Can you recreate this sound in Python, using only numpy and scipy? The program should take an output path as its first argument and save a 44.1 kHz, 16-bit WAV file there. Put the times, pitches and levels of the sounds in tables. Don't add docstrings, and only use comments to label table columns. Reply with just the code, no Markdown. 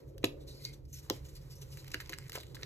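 import sys
import numpy as np
from scipy import signal
from scipy.fft import rfft, irfft, next_fast_len
from scipy.io import wavfile
from scipy.ndimage import uniform_filter1d

SR = 44100
rng = np.random.default_rng(int(sys.argv[2]) if len(sys.argv) > 2 else 0)


def decibels_to_gain(level_db):
    exponent = np.asarray(level_db, float) / 20
    return 10 ** exponent


def unload_wav(signal):
    wavfile.write(
        sys.argv[1],
        SR,
        np.round(np.clip(np.atleast_2d(signal).T, -1, 1) * 32767).astype(np.int16),
    )


N = 116865


def band(x, hz, width_hz):
    return signal.lfilter(*signal.iirpeak(min(hz, 18000), hz / width_hz, fs=SR), x)


def double_band(x, hz, width_hz, ratio=2):
    return band(band(x, hz, width_hz), hz, ratio * width_hz)


def low_cut(x, hz, order):
    return signal.lfilter(*signal.butter(order, hz, "high", fs=SR), x)


def unit(x):
    return x / np.sqrt(np.mean(x ** 2) + 1e-18)


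def walk(rate_per_s):
    k = int(SR / rate_per_s)
    return unit(uniform_filter1d(uniform_filter1d(rng.standard_normal(N), k), k))


def curve(points):
    return np.interp(np.arange(N) / SR, *np.array(points).T)


def add(out, at_s, x):
    i = int(at_s * SR)
    out[i:i + len(x)] += x[:N - i]


def grit(per_s, spread_db, size):
    chance, sign, strength = rng.random((size, 3)).T
    grains = (chance < per_s / SR) * np.sign(sign - .5)
    return unit(grains * decibels_to_gain(-spread_db * np.log(strength + 0.00083)))


# t/s, level/dB
RUSTLE_SWELL = [(0, 0), (.2, -11), (.37, -3), (.6, 0.5), (.76, -0.5), (.92, -15), (1.03, 3.5), (1.25, 3),
                (1.55, 3), (1.79, 4.5), (2.1, 4), (2.38, -5), (2.65, 7.5)]


def rustle_db():
    return curve(RUSTLE_SWELL)


# f/Hz, width/Hz, level/dB
HUM_BANDS = [
    (40.1, 9.2, -58.5),
    (66.7, 16, -56),
    (97.9, 13.6, -60.5),
    (133.8, 19, -54),
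    (312.6, 99, -65),
    (419, 106, -66),
    (539, 58, -70.5),
    (944, 560, -77.5),
    (1480, 3000, -87),
]
# t/s, level/dB
RUMBLE_SWELL = [(0.0, -62), (0.221, -61.5), (0.33, -56.5), (0.55, -63.5), (0.729, -67), (1.0, -72.5),
                (1.22, -66), (1.39, -68), (2.38, -68.5), (2.52, -63), (2.65, -65)]
RUMBLE_FROM_HZ, RUSTLE_FROM_HZ, HUM_SIDE_HZ = 250, 700, 600
HUM_WAVER_DB, HUM_WAVER_PER_S = 1.3, 4


def hum():
    out = 0
    swell_db = curve(RUMBLE_SWELL)
    for hz, width_hz, db in HUM_BANDS:
        mid, side = (unit(double_band(rng.standard_normal(N), hz, width_hz, 1.72)) for _ in range(2))
        level_db = db + HUM_WAVER_DB * walk(HUM_WAVER_PER_S)
        if hz > RUSTLE_FROM_HZ:
            level_db = level_db + rustle_db()
        elif hz > RUMBLE_FROM_HZ:
            level_db = level_db + swell_db - swell_db.mean()
        ports = mid + min(hz / HUM_SIDE_HZ, 1) * side * np.array([[1], [-1]])
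        out = out + decibels_to_gain(level_db) * ports
    return out


ROOM_DB, ROOM_T60_LOW_S, ROOM_T60_HIGH_S, ROOM_TREBLE_DB, ROOM_SPLIT_HZ = -17, 0.23, 0.21, 5.5, 1620
ROOM_WIDE_HZ, ROOM_WIDE_DB = 2200, 3


def room(x):
    t = np.arange(SR // 2) / SR
    mid, side = rng.standard_normal((2, len(t)))
    side = double_band(side, ROOM_WIDE_HZ, 3 * ROOM_WIDE_HZ, 1)
    noise = mid + decibels_to_gain(ROOM_WIDE_DB) * side * np.array([[1], [-1]])
    low = signal.lfilter(*signal.butter(2, ROOM_SPLIT_HZ, fs=SR), noise)
    bass = unit(low * decibels_to_gain(-60 * t / ROOM_T60_LOW_S))
    treble = unit((noise - low) * decibels_to_gain(-60 * t / ROOM_T60_HIGH_S))
    tail = bass + decibels_to_gain(ROOM_TREBLE_DB) * treble
    tail = tail * np.clip(t / 0.002, 0, 1) / np.sqrt(len(t))
    return decibels_to_gain(ROOM_DB) * signal.fftconvolve(x[None], tail, axes=1)[:, :N]


DUST_DB = -72


def dust():
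    level_db = DUST_DB + rustle_db() + 1.5 * walk(36)
    return decibels_to_gain(level_db) * grit(14000, 0.83, size=N)


# f ratio, level/dB
UPPER_RINGS = [
    (1.13, -4),
    (1.5, -7.5),
    (2.101, -5.5),
]
PATCHY_DB, RELEASE_S, SAG_DB = 4, .011, -4


def patchy_hiss(x, low_hz):
    steps = np.repeat(rng.standard_normal((8, 30)), len(x) // 30, axis=1)
    drifts = uniform_filter1d(steps, size=300, axis=1)
    hiss = 0
    for k, (hz, drift) in enumerate(zip(np.geomspace(low_hz, 14000, 8), drifts)):
        delayed = np.roll(x, 90 * (k // 3))
        hiss = hiss + decibels_to_gain(PATCHY_DB * drift) * band(delayed, hz, hz / 4)
    return hiss


def strokes(rows, per_s, spread_db, q, hiss_db, low_hz, rise_share):
    out, t = np.zeros(N), np.arange(SR // 5) / SR
    for start_s, length_s, db, hz in rows:
        grains = grit(per_s, spread_db, size=len(t))
        ring = double_band(grains, hz, hz / q)
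        for ratio, ring_db in UPPER_RINGS:
            ring = ring + decibels_to_gain(ring_db) * band(grains, ratio * hz, hz / q)
        x = unit(unit(ring) + decibels_to_gain(hiss_db) * unit(patchy_hiss(grains, low_hz)))
        rise = np.clip(t / (rise_share * length_s), 0, 1)
        release = np.exp(-np.maximum(t - length_s, 0) / RELEASE_S)
        add(out, start_s, decibels_to_gain(db) * rise * decibels_to_gain(SAG_DB * t / length_s) * release * x)
    return out


# t/s, length/s, level/dB, ring f/Hz
SQUEAK_EVENTS = [
    (.475, 0.052, -61, 3920),
    (.53, 0.098, -65.5, 4460),
    (.595, 0.026, -68, 2065),
    (.645, 0.031, -58.5, 4480),
    (.652, 0.061, -59.5, 2160),
    (.735, 0.0049, -57, 3650),
    (.926, 0.019, -48.5, 6210),
    (1.245, 0.027, -69, 6750),
    (1.553, 0.012, -56.5, 5510),
]


def squeaks():
    return strokes(SQUEAK_EVENTS, 11000, 0.87, q=22, hiss_db=-20, low_hz=3000, rise_share=0.13)


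# t/s, length/s, level/dB, cupped-hand ring f/Hz
RUB_EVENTS = [(0, 0.01, -68.5, 2000), (.075, 0.024, -71, 6070), (.21, .03, -71, 6040),
              (.85, 0.0067, -67, 5000), (.395, 0.04, -65.5, 3740), (.466, 0.045, -56, 4170),
              (.5, 0.096, -62, 4430), (.585, 0.11, -58, 4300), (.635, 0.026, -52, 4000),
              (.69, 0.035, -68, 3970), (.727, 0.016, -56, 5800), (.87, 0.088, -67, 6400),
              (.924, 0.075, -53, 5500), (1.012, 0.057, -62.5, 6600), (1.106, 0.014, -71, 3500),
              (1.12, 0.053, -56.5, 6950), (1.65, 0.19, -61.5, 6500), (1.243, 0.028, -57, 6740),
              (1.283, 0.016, -56, 6700), (1.31, 0.068, -67, 6140), (1.35, 0.019, -52, 4470),
              (1.41, 0.016, -64, 5170), (1.495, 0.043, -55.5, 4920), (1.548, 0.063, -64.5, 5930),
              (1.612, 0.019, -50, 6000), (1.712, 0.026, -54.5, 5170), (1.775, 0.03, -55.5, 4102)]


def rubs():
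    return strokes(RUB_EVENTS, 17000, 0.73, q=8, hiss_db=4.5, low_hz=3000, rise_share=0.34)


# t/s, length/s, level/dB, crumb ring f/Hz
CRUMBLE_EVENTS = [(1.84, 0.32, -63.5, 2500), (1.936, 0.011, -46, 2350), (1.947, 0.04, -79, 2110),
                  (1.112, 0.079, -62, 2250), (2.0, 0.017, -45.5, 1810), (2.04, 0.044, -59, 2280),
                  (2.093, 0.032, -57.5, 2400), (2.133, 0.0053, -42, 2000), (2.186, 0.087, -59.5, 1980),
                  (2.326, 0.085, -52.5, 4100), (2.35, 0.021, -43, 1360), (2.393, 0.13, -63.5, 3300),
                  (2.546, 0.016, -52, 3740), (2.585, 0.11, -63, 2000)]


def crumbles():
    return strokes(CRUMBLE_EVENTS, 2800, 4.3, q=2.5, hiss_db=1, low_hz=1080, rise_share=0.057)


CRACK_RISE_S, CRACK_SPREAD_DB, DEBRIS_DB, DEBRIS_S = .002, 3, -16.5, 0.0046


def bursts(rows, q):
    out, t = np.zeros(N), np.arange(SR // 8) / SR
    rise = np.clip(t / CRACK_RISE_S, 0, 1) ** 3
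    debris = decibels_to_gain(DEBRIS_DB) * np.exp(-t / DEBRIS_S)
    for start_s, db, hz, length_s, hiss_db in rows:
        burst = np.exp(-np.maximum(t - CRACK_RISE_S, 0) / length_s)
        grains = rise * (burst + debris) * grit(15000, CRACK_SPREAD_DB, size=len(t))
        x = unit(double_band(grains, hz, hz / q)) + decibels_to_gain(hiss_db) * unit(grains)
        peak = 2 * np.max(uniform_filter1d(np.abs(x), size=40))
        add(out, start_s, decibels_to_gain(db) * x / peak)
    return out


# t/s, peak level/dB, ring f/Hz, burst length/s, bright hiss/dB
CHIP_EVENTS = [(.035, -72, 2570, 0.0016, 2), (.142, -72, 3100, 0.0014, -9), (.649, -29, 4490, 0.0024, -17),
               (.6495, -33, 6200, 0.0025, -20), (1.098, -31.5, 6600, 0.00067, -11),
               (1.107, -34, 3260, .003, -14), (1.119, -65, 3960, .002, -13), (.251, -34, 6740, 0.0032, 0),
               (.258, -56, 5930, .001, -4), (1.903, -49, 6000, 0.00075, 11), (1.929, -52, 7000, .001, 8),
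               (1.917, -43, 2550, 0.00089, 0), (1.999, -52, 2000, 0.0011, -6),
               (2.056, -63, 2130, 0.00091, -5), (2.176, -48.5, 6960, 0.0012, 13),
               (2.361, -38, 3080, .002, -11), (2.371, -38.5, 994, 0.0023, -6),
               (2.098, -40, 6600, 0.0022, 6), (2.338, -50, 2230, 0.00089, -10),
               (2.329, -41, 4240, .002, 22), (2.408, -50, 3530, .001, 1), (2.591, -54, 1530, .002, -10)]


def chips():
    return bursts(CHIP_EVENTS, q=6.2)


# t/s, peak level/dB, thump f/Hz, t60/s
THUMP_EVENTS = [
    (0.24, -19.5, 312.3, 0.052),
    (1.106, -25, 327, 0.048),
    (1.1003, -29.5, 817, 0.013),
    (0.2436, -31, 1414, 0.008),
    (1.944, -39.5, 310, 0.087),
    (2.354, -38.5, 440, 0.042),
    (2.099, -45, 332, 0.14),
    (2.377, -40, 620, 0.034),
    (2.631, -44, 370, 0.038),
]
# f ratio, level/dB
THUMP_MODES = [
    (1, 0),
    (1.2, -4),
    (1.55, -9),
    (2.1, -16),
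    (3.1, -20),
]
THUMP_LOW_HZ, SWAY_HZ, SWAY_DB, SWAY_S = 264, 105, -19, 0.015


def thumps():
    out, t = np.zeros(N), np.arange(SR // 5) / SR
    sway = decibels_to_gain(SWAY_DB) * np.sin(2 * np.pi * SWAY_HZ * t) * t / SWAY_S * np.exp(1 - t / SWAY_S)
    for start_s, db, hz, t60_s in THUMP_EVENTS:
        modes = sum(decibels_to_gain(mode_db) * np.sin(2 * np.pi * ratio * hz * t) for ratio, mode_db in THUMP_MODES)
        ring = low_cut(modes * np.exp(-np.log(1000) * t / t60_s), THUMP_LOW_HZ, 2)
        add(out, start_s, -decibels_to_gain(db) * (ring + sway))
    return out


# t/s, peak level/dB, ring f/Hz, burst length/s, bright hiss/dB
CRACK_EVENTS = [(0.179, -45, 3300, 0.0013, 16), (0.2285, -47, 2210, 0.002, -14),
                (0.2412, -18, 2820, 0.0016, 1), (0.6495, -40.5, 1420, 0.00075, 16),
                (1.0979, -19.5, 3700, 0.00059, 5), (1.7694, -43, 2180, 0.009, 11),
                (1.843, -46, 2240, 0.00092, 9), (1.8786, -43.5, 3820, 0.0018, 29),
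                (1.914, -41, 5950, 0.0047, -3), (1.9418, -24, 2380, 0.0011, -5),
                (2.0035, -40, 1890, 0.0015, -9), (2.058, -46.5, 4100, 0.0022, -4),
                (2.0927, -33.5, 2750, 0.002, 47), (2.1228, -36, 2440, 0.00071, 7),
                (2.13, -30.5, 2000, 0.0017, -13), (2.1844, -35, 6340, 0.00073, 8),
                (2.28, -50, 7500, 0.0036, 12), (2.294, -37.5, 2120, 0.0026, 27),
                (2.3183, -37, 2480, 0.0013, 7), (2.3535, -33.5, 1410, 0.0033, 38.5),
                (2.3815, -40, 4300, 0.0033, -12), (2.4307, -44.5, 2380, 0.0028, 6),
                (2.5664, -42.5, 1750, 0.0023, -14), (2.6302, -31, 2750, 0.0014, -14),
                (2.622, -47, 2400, .003, -20)]


def cracks():
    return bursts(CRACK_EVENTS, q=1.2)


def scene():
    fine = dust() + squeaks() + rubs() + crumbles() + chips() + cracks()
    hands = low_cut(fine, 600, 1) + thumps()
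    return hands + room(hands) + hum()


# f/Hz, width/Hz, level/dB
MIC_BANDS = [
    (2000, 560, 2.5),
    (3500, 500, -4),
    (4100, 1690, 5),
    (6600, 5100, 1),
    (7800, 2120, -4),
    (11400, 8600, 3),
    (9630, 300, -4),
]
MIC_TILT_HZ, MIC_TILT_DB, MIC_LOW_HZ = 5000, -4, 34.7


def microphone(x):
    x = x + (decibels_to_gain(MIC_TILT_DB) - 1) * low_cut(x, MIC_TILT_HZ, 1)
    for hz, width_hz, db in MIC_BANDS:
        x = x + (decibels_to_gain(db) - 1) * band(x, hz, width_hz)
    return signal.sosfilt(signal.butter(4, MIC_LOW_HZ, "high", fs=SR, output="sos"), x)


# f/Hz, phase/rad
PORT_LAG = [(0, 0), (350, .25), (700, 1.5), (1400, .1), (2100, .9), (2900, 2.3), (4100, 1.6), (4900, 3.1),
            (5400, 4.6), (6500, 6), (7450, 6.4), (9300, 9.1), (10200, 9.7), (11800, 12.4), (12900, 12.9),
            (14600, 15.5), (15200, 15.9), (16500, 16.5)]
# f/Hz, level/dB
PORT_BALANCE = [
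    (0, -1),
    (150, -2.5),
    (600, 0),
    (1700, -3.5),
    (3000, -1),
    (5500, 1.5),
    (7000, 0),
    (16000, 0),
]
MIC_TOP_HZ, MIC_LEAK_DB, MIC_CUT_HZ = 14600, -4, 16000


def ports(x):
    size = next_fast_len(N + 512)
    f = np.fft.rfftfreq(size, 1 / SR)
    lean_db = np.interp(f, *np.array(PORT_BALANCE).T)
    lag_rad = np.interp(f, *np.array(PORT_LAG).T)
    half = decibels_to_gain(lean_db / 2) * np.exp(.5j * lag_rad)
    top = np.where(f > MIC_TOP_HZ, decibels_to_gain(MIC_LEAK_DB), 1) * (f < MIC_CUT_HZ)
    return irfft(rfft(x, size) * np.array([half, 1 / half]) * top, size)[:, :N]


def roll_off(x):
    return signal.sosfilt(signal.butter(12, 16500, fs=SR, output="sos"), x)


def record(dry):
    mix = ports(microphone(dry))
    return roll_off(mix)


dry = scene()
out = record(dry)
unload_wav(out)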